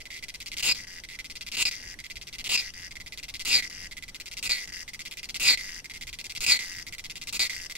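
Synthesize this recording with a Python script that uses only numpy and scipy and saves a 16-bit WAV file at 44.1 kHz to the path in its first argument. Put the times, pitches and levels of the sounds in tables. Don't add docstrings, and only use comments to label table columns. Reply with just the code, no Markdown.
import sys
import numpy as np
from scipy import signal
from scipy.fft import irfft
from scipy.io import wavfile
from scipy.ndimage import uniform_filter1d

SR = 44100
rng = np.random.default_rng(int(sys.argv[2]) if len(sys.argv) > 2 else 0)


def to_wav(s):
    ch = np.atleast_2d(s).T
    pcm = np.round(np.clip(ch, -1, 1) * 32767)
    wavfile.write(sys.argv[1], SR, pcm.astype(np.int16))


def nominal_scale(level):
    x = np.asarray(level, float) / 20
    return 10 ** x


N = 342657

# (start [s], end [s])
ONE_SIDED = [(.745, 1.01), (1.71, 1.96), (2.6, 2.89), (3.62, 3.89), (4.58, 4.85), (5.57, 5.81),
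             (6.59, 6.83), (7.49, 7.68)]
# (peak of effort [s], peak re usual [dB], abdomen flips down [s],
# lift of the air sac pitch [ratio], rattle re usual [dB])
SONG_PHRASES = [(0.686, -1.5, 0.695, 1.01, -1), (1.625, 0.5, 1.65, 0.93, -1),
                (2.551, 0.5, 2.56, 1.04, -1.5), (3.54, -2, 3.52, 0.9, -0.5), (4.504, -4, 4.485, 0.68, 1),
                (5.485, 0.5, 5.465, 0.76, 1), (6.505, 1, 6.485, 0.72, 1.5), (7.4, -6, 7.388, 0.6, 2.5),
                (8.3, 0, 8.28, 1, 4)]
# (frequency [Hz], level [dB])
MICROPHONE_EDGE = [(15650, 0), (15900, -24), (16700, -42), (17000, -90)]


def evened(x):
    return x / np.sqrt(np.mean(x ** 2) + 1e-20)


def read(points, hz):
    f, value = np.transpose(points)
    return np.interp(np.log(hz + 1), np.log(f + 1), value)


def ring(x, hz, width):
    turn = np.exp(2j * np.pi * np.cumsum(hz * np.ones(len(x))) / SR)
    r = np.exp(-np.pi * width / SR)
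    return np.sqrt(2 * (1 - r * r)) * (turn * signal.lfilter([1], [1, -r], x / turn)).imag


def steep(x, hz, width):
    return ring(ring(x, hz, width), hz, 3 * width) * np.sqrt(6 * np.pi * width / SR)


def colour(x, points):
    log_gain = np.log(nominal_scale(read(points, abs(np.fft.fftfreq(4096, 1 / SR)))))
    taps = np.fft.ifft(np.exp(np.conj(signal.hilbert(log_gain)))).real[:1024]
    return signal.oaconvolve(x, taps)[:N]


def forest():
    # (frequency [Hz], density [dB per Hz])
    forest_spectrum = [(20, 13.5), (45, 0.5), (100, -2.5), (250, -9), (500, -14.5), (1200, -21),
                       (2600, -19.5), (3800, -20.5), (5000, -22.5), (6600, -29), (8000, -22.5),
                       (12000, -29), (16000, -43)]
    # (frequency [Hz], left-right likeness [0-1])
    likeness = [(30, 0.89), (150, 1), (300, 0.82), (700, 0.49), (3000, 0.021)]
    frames, hz = N // 256 + 5, np.fft.rfftfreq(1024, 1 / SR)
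    a, b, c, d, patches = rng.standard_normal((frames, 513, 5)).T
    patches = uniform_filter1d(patches, size=10, axis=0)
    patches = evened(uniform_filter1d(patches, size=12, axis=1))
    same = np.clip(read(likeness, hz), -1, 1)[:, None]
    left = a + 1j * b
    z = np.array([left, same * left + np.sqrt(1 - same ** 2) * (c + 1j * d)])
    z *= nominal_scale((read(forest_spectrum, hz) + read(MICROPHONE_EDGE, hz))[:, None] + 1.6 * patches)
    return nominal_scale(-51) * evened(signal.istft(z, nperseg=1024, noverlap=768)[1][:, :N])


def far_insects():
    throb = 1 + 0.19 * np.sin(2 * np.pi * 31 * np.arange(N) / SR)
    whistle = [evened(ring(ring(rng.standard_normal(N), 5800, 550), 5800, 550)) for _ in range(2)]
    return nominal_scale(np.array([[-64], [-69]])) * throb * whistle


def leaves(x, t60, start_ms):
    t = np.arange(8000) / SR
    taps = rng.choice([-1., 1.], (2, len(t))) * (rng.random((2, len(t))) < .08)
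    taps *= nominal_scale(-60 * t / t60) * (t > start_ms / 1000)
    return signal.oaconvolve(x, taps / np.linalg.norm(taps, axis=1, keepdims=True), axes=1)[:, :N]


def ports(x):
    # (frequency [Hz], left minus right [dB])
    shading = [(700, 3), (1300, 0), (1700, -3.5), (2150, -6.5), (2600, 1.5), (3400, -3), (4300, 0.5),
               (5000, 4), (5500, 10.5), (6000, 15), (6600, -4.5), (9000, 2), (9700, -0.5), (13500, 0)]
    # (frequency [Hz], phase by which the left leads [rad])
    left_lead = [(100, 0), (800, -1.7), (1500, -1), (2200, -.3), (2900, -1.3), (4100, -1.2), (5200, -2.4),
                 (6100, -4.3), (7500, -4.2), (9000, -6), (12000, -8), (16000, -10.5)]
    hz = np.fft.rfftfreq(1024, 1 / SR)
    lead = np.exp(1j * np.interp(hz, *np.transpose(left_lead)))
    shade = nominal_scale(read(shading, hz))
    right = np.sqrt(2 / (1 + shade ** 2)) * nominal_scale(read(MICROPHONE_EDGE, hz))
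    taps = np.roll(irfft(np.array([shade * right * lead, right])), 512, axis=1) * np.hanning(1024)
    return signal.oaconvolve(x, taps, axes=1)[:, 512:512 + N]


def bursts():
    # (first chirp [s], last chirp [s], chirp length [s], extra effort [dB])
    chirp_runs = [(.004, .055, 0.016, -4), (0.226, .341, 0.02, 1), (0.403, .517, 0.024, 0.5),
                  (1.037, 1.037, 0.018, -3.4), (1.189, 1.465, 0.022, 0.15), (1.989, 2.04, 0.025, -2.5),
                  (2.1, 2.27, .023, -0.8), (2.328, 2.384, 0.03, -0.5), (2.909, 3.001, 0.019, -3),
                  (3.062, 3.123, 0.024, -1.5), (3.175, 3.283, 0.023, 0.4), (3.34, 3.395, 0.027, 0.5),
                  (3.912, 4.081, 0.019, -2), (4.146, 4.2, 0.019, 0), (4.258, 4.369, 0.025, -1),
                  (4.879, 4.934, 0.021, -1), (4.993, 5.231, .026, 0.5), (5.289, 5.289, 0.021, 2.3),
                  (5.344, 5.345, 0.024, 3.2), (5.844, 5.898, 0.022, -2), (5.937, 5.938, 0.038, -2),
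                  (6.011, 6.188, 0.025, 0), (6.242, 6.351, 0.025, 0.6), (6.867, 7.272, 0.024, -0.5),
                  (7.698, 7.753, 0.024, -0.3)]
    # (first click [s], last click [s], extra effort [dB])
    swells = [(0.104, 0.191, -2), (.568, 0.608, 1.3), (0.626, 0.723, 0.9), (1.088, 1.158, -4),
              (1.517, 1.557, -1), (1.569, 1.628, -2), (1.653, 1.689, -0.5), (2.442, 2.477, -0.1),
              (2.492, 2.564, -1.2), (3.45, 3.604, 0.9), (4.427, 4.475, -2), (4.494, 4.654, -3),
              (5.398, 5.548, 0.36), (6.406, 6.449, -.2), (6.464, 6.573, -1.5), (7.326, 7.374, -2),
              (7.394, 7.473, 1)]
    # (first click [s], last click [s], extra effort [dB])
    drones = [(.748, .846, -6), (0.87, .997, -5), (1.712, 1.822, -3.6), (1.826, 1.941, -3.5),
              (2.575, 2.707, -5), (2.738, 2.879, -4), (3.624, 3.676, -2.7), (3.699, 3.873, -3),
              (4.675, 4.708, -3.5), (4.722, 4.833, -1.5), (5.574, 5.804, -2), (6.591, 6.732, -0.5),
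              (6.737, 6.824, -1.5), (7.496, 7.665, -0.5)]
    short = []
    for first, last, length, db in chirp_runs:
        count = round((last - first) / .056) + 1
        short += [(s, s + length, db) for s in np.linspace(first, last, count)]
    return short + swells + drones


def effort(t):
    # (time from peak [s], effort [dB])
    effort_shape = [(-.53, -43), (-.15, -41), (-.09, -35), (-.04, -30), (0, -24), (.04, -30), (.09, -36.5),
                    (.18, -44.5), (0.268, -44.5)]
    s, db = np.transpose(effort_shape)
    peak_from_db = -38
    share = np.clip((db - peak_from_db) / (db.max() - peak_from_db), 0, 1)
    rows = []
    for peak, peak_db, *_ in SONG_PHRASES:
        rows += zip(peak + s, db + share * peak_db)
    return np.interp(t, *np.transpose(sorted(rows)))


def posture(t):
    # (time from flip [s], air sac [Hz], tymbal plate [Hz], plate re sac [dB], rattle re sac [dB])
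    posture_shape = [(-.52, 2034, 4700, 0, -3.5), (-.31, 2450, 4530, -1.5, -5), (-.12, 2950, 4580, 1, -4.5),
                     (-.035, 2890, 4250, -0.5, 1), (0, 2690, 4770, 3.5, -4.5), (0.036, 2380, 5020, 6, -2.5),
                     (0.102, 2080, 4400, 0.5, -6.5), (.19, 1890, 4774, 3, -3.5),
                     (.27, 1810, 5200, 2.5, -2.5)]
    rest_hz = 2000
    rows = []
    for _, _, flip, lift, more_db in SONG_PHRASES:
        for s, sac_hz, plate_hz, plate_db, rattle_db in posture_shape:
            lifted_hz = rest_hz + lift * (sac_hz - rest_hz)
            rows.append((flip + s, lifted_hz, plate_hz, plate_db, rattle_db + more_db))
    s, *columns = np.transpose(sorted(rows))
    return [np.interp(t, s, c) for c in columns]


def muscles(pair_ms, offset, snap_ms, jitter_ms, spread_db, second_db, lone):
    # (effort [dB], period [ms])
    muscle_pace = [(-44, 11.3), (-39, 10), (-35, 8)]
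    inward, outward = np.zeros((2, N + SR))
    work = bursts()
    chance = rng.standard_normal((len(work), 60, 5))
    times = np.arange(0, N / SR + 1, .002)
    effort_db = effort(times)
    for (start, end, extra_db), draws in zip(work, chance):
        s = start
        for draw in draws:
            period = np.interp(np.interp(s, times, effort_db), *np.transpose(muscle_pace)) / 1000
            both = not any(a < s < b for a, b in ONE_SIDED)
            slack = np.clip((period - .008) / .003, 0, 1)
            period += both * slack * pair_ms / 1000
            uneven_db = spread_db * (1.0 + slack * (0.5 + lone * (not both))) * draw[:4]
            size = nominal_scale(extra_db + uneven_db + 1.73 * (s == start))
            size = size * np.sqrt(period * SR / (1 + both))
            partner = s + period * (.5 + slack * offset)
            for side, at in enumerate([s, partner][:1 + both]):
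                if at < end + .001:
                    gain = nominal_scale(second_db * side)
                    inward[round(at * SR)] += gain * size[side]
                    back = at + min(snap_ms / 1000, period / 2)
                    outward[round(back * SR)] += gain * size[2 + side] * (back < end + .003)
            s += period + draw[4] * jitter_ms / 1000 * (.33 + slack * (1 + lone * (not both)))
            if s > end:
                break
    return inward[:N], outward[:N]


def crunch(train, ms, rough):
    fall = np.exp(-np.arange(300) / (ms * SR / 1000))
    scratch = signal.oaconvolve(train, fall / np.linalg.norm(fall))[:N] * rng.standard_normal(N)
    rough = np.clip(rough, 0, 1)
    return np.sqrt(1 - rough) * train + np.sqrt(rough) * scratch


def air_sac(inward, outward, push, sac_hz, tense, resting):
    # (frequency [Hz], level [dB])
    buzz = [(1500, -22.5), (1950, 4), (2600, -0.5), (3200, 4.5), (3750, -4), (4200, 1), (4700, 0.5),
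            (5300, -7), (6500, -15)]
    raised = np.clip((sac_hz - 2050) / 500, 0, 1)
    sac = nominal_scale(-7.0 + 5.6 * tense - 10 * resting) * steep(push, sac_hz, 360)
    sac += nominal_scale(-7.5 - 5.6 * raised + 4.7 * resting) * steep(push, 2030 - 90 * resting, 135)
    slack_db = -14 + 14 * resting
    sac += nominal_scale(slack_db - 2.0) * steep(push, 1712, 164)
    sac += nominal_scale(slack_db - 8) * steep(crunch(inward + .8 * outward, ms=1.5, rough=.6), 2900, 520)
    loose = nominal_scale(-11 * tense - 14 * resting)
    crisp = crunch(inward + .77 * outward, ms=1, rough=.4)
    return sac + nominal_scale(3.5) * loose * colour(crisp, buzz)


def tymbal_plate(push, sac_hz, plate_hz, plate_db, tense, resting):
    locked_hz = plate_hz + tense * (np.minimum(2.003 * sac_hz, 4900) - plate_hz)
    plate = nominal_scale(-12.5 + 5.4 * tense + 1.1 * tense * plate_db) * steep(push, locked_hz, 300)
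    return plate + nominal_scale(-12 + 4.0 * tense - 20 * resting) * steep(push, 4340, 270)


def snap_back(outward, tense, resting):
    # (frequency [Hz], level [dB])
    snap_spectrum = [(2500, -13), (4150, -41.5), (4600, 9), (5300, 3.5), (5900, 3), (6600, 3), (8000, -83),
                     (10500, -9.5), (15500, -50), (15900, -96)]
    flick = crunch(outward, ms=.35, rough=.1)
    return nominal_scale(2.0 - 10.5 * tense + 1.85 * resting) * colour(flick, snap_spectrum)


def shudder(inward, effort_db, tense):
    shake = crunch(inward, ms=1.2, rough=1)
    shake_hz = np.maximum(902 + 30 * (effort_db + 26.5), 500)
    return nominal_scale(-36.5 + 14.9 * tense) * (steep(shake, shake_hz, 280) + nominal_scale(-7) * steep(shake, 682, 230))


def rib_rattle(inward, outward, tense):
    # (frequency [Hz], level [dB])
    rib_spectrum = [(3000, -13), (4500, 1), (5500, -5), (6800, -1), (7550, 0.5), (8000, -3.5), (8600, -7),
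                    (9200, -10.5), (10500, -9), (12000, -13), (13200, -8), (14300, -12.5), (15600, -15),
                    (15900, 6)]
    shared = crunch(inward + .5 * outward, ms=1.0, rough=1.0)
    ribs = []
    for _ in range(2):
        own = crunch(inward, ms=2.0, rough=1.0)
        ribs.append(colour(shared + 1.39 * own, rib_spectrum))
    long_rib = nominal_scale(-20.5 + 12.6 * tense) * steep(shared, 7450, 380)
    return long_rib + nominal_scale(1.0 - 0.5 * tense) * np.array(ribs)


def cicada():
    # (frequency [Hz], level [dB])
    small_body = [(700, -45), (1250, -30), (1550, -8), (1850, 0), (16000, 0)]
    t = np.arange(N) / SR
    effort_db, (sac_hz, plate_hz, plate_db, rattle_db) = effort(t), posture(t)
    inward, outward = muscles(pair_ms=1.2, offset=.11, snap_ms=4.8, jitter_ms=.5,
                              spread_db=.9, second_db=-3.6, lone=.15)
    tense = np.clip((effort_db + 38) / 8, 0, 1)
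    resting = sum(np.clip((t - a) / 0.099, 0, 1) * (t < b) for a, b in ONE_SIDED)
    push = crunch(inward + .2 * outward, ms=.5, rough=.15)
    sac = air_sac(inward, outward, push, sac_hz, tense, resting)
    plate = tymbal_plate(push, sac_hz, plate_hz, plate_db, tense, resting)
    voice = colour(sac + nominal_scale(plate_db) * plate, small_body)
    beam_db = np.array([[1.5], [-4]])
    voice = voice + nominal_scale(plate_db + beam_db) * snap_back(outward, tense, resting)
    body = shudder(inward, effort_db, tense)
    return nominal_scale(effort_db) * (voice + body + nominal_scale(rattle_db) * rib_rattle(inward, outward, tense))


def scene():
    near = ports(cicada())
    bark = nominal_scale(-7) * leaves(near, t60=.02, start_ms=.6)
    foliage = nominal_scale(-10.5) * leaves(near, t60=0.065, start_ms=3)
    return near + bark + foliage + forest() + far_insects()


def low_pass(x):
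    return signal.sosfilt(signal.butter(12, 16650, fs=SR, output="sos"), x)


def record(dry):
    return low_pass(dry)


dry = scene()
out = record(dry)
to_wav(out)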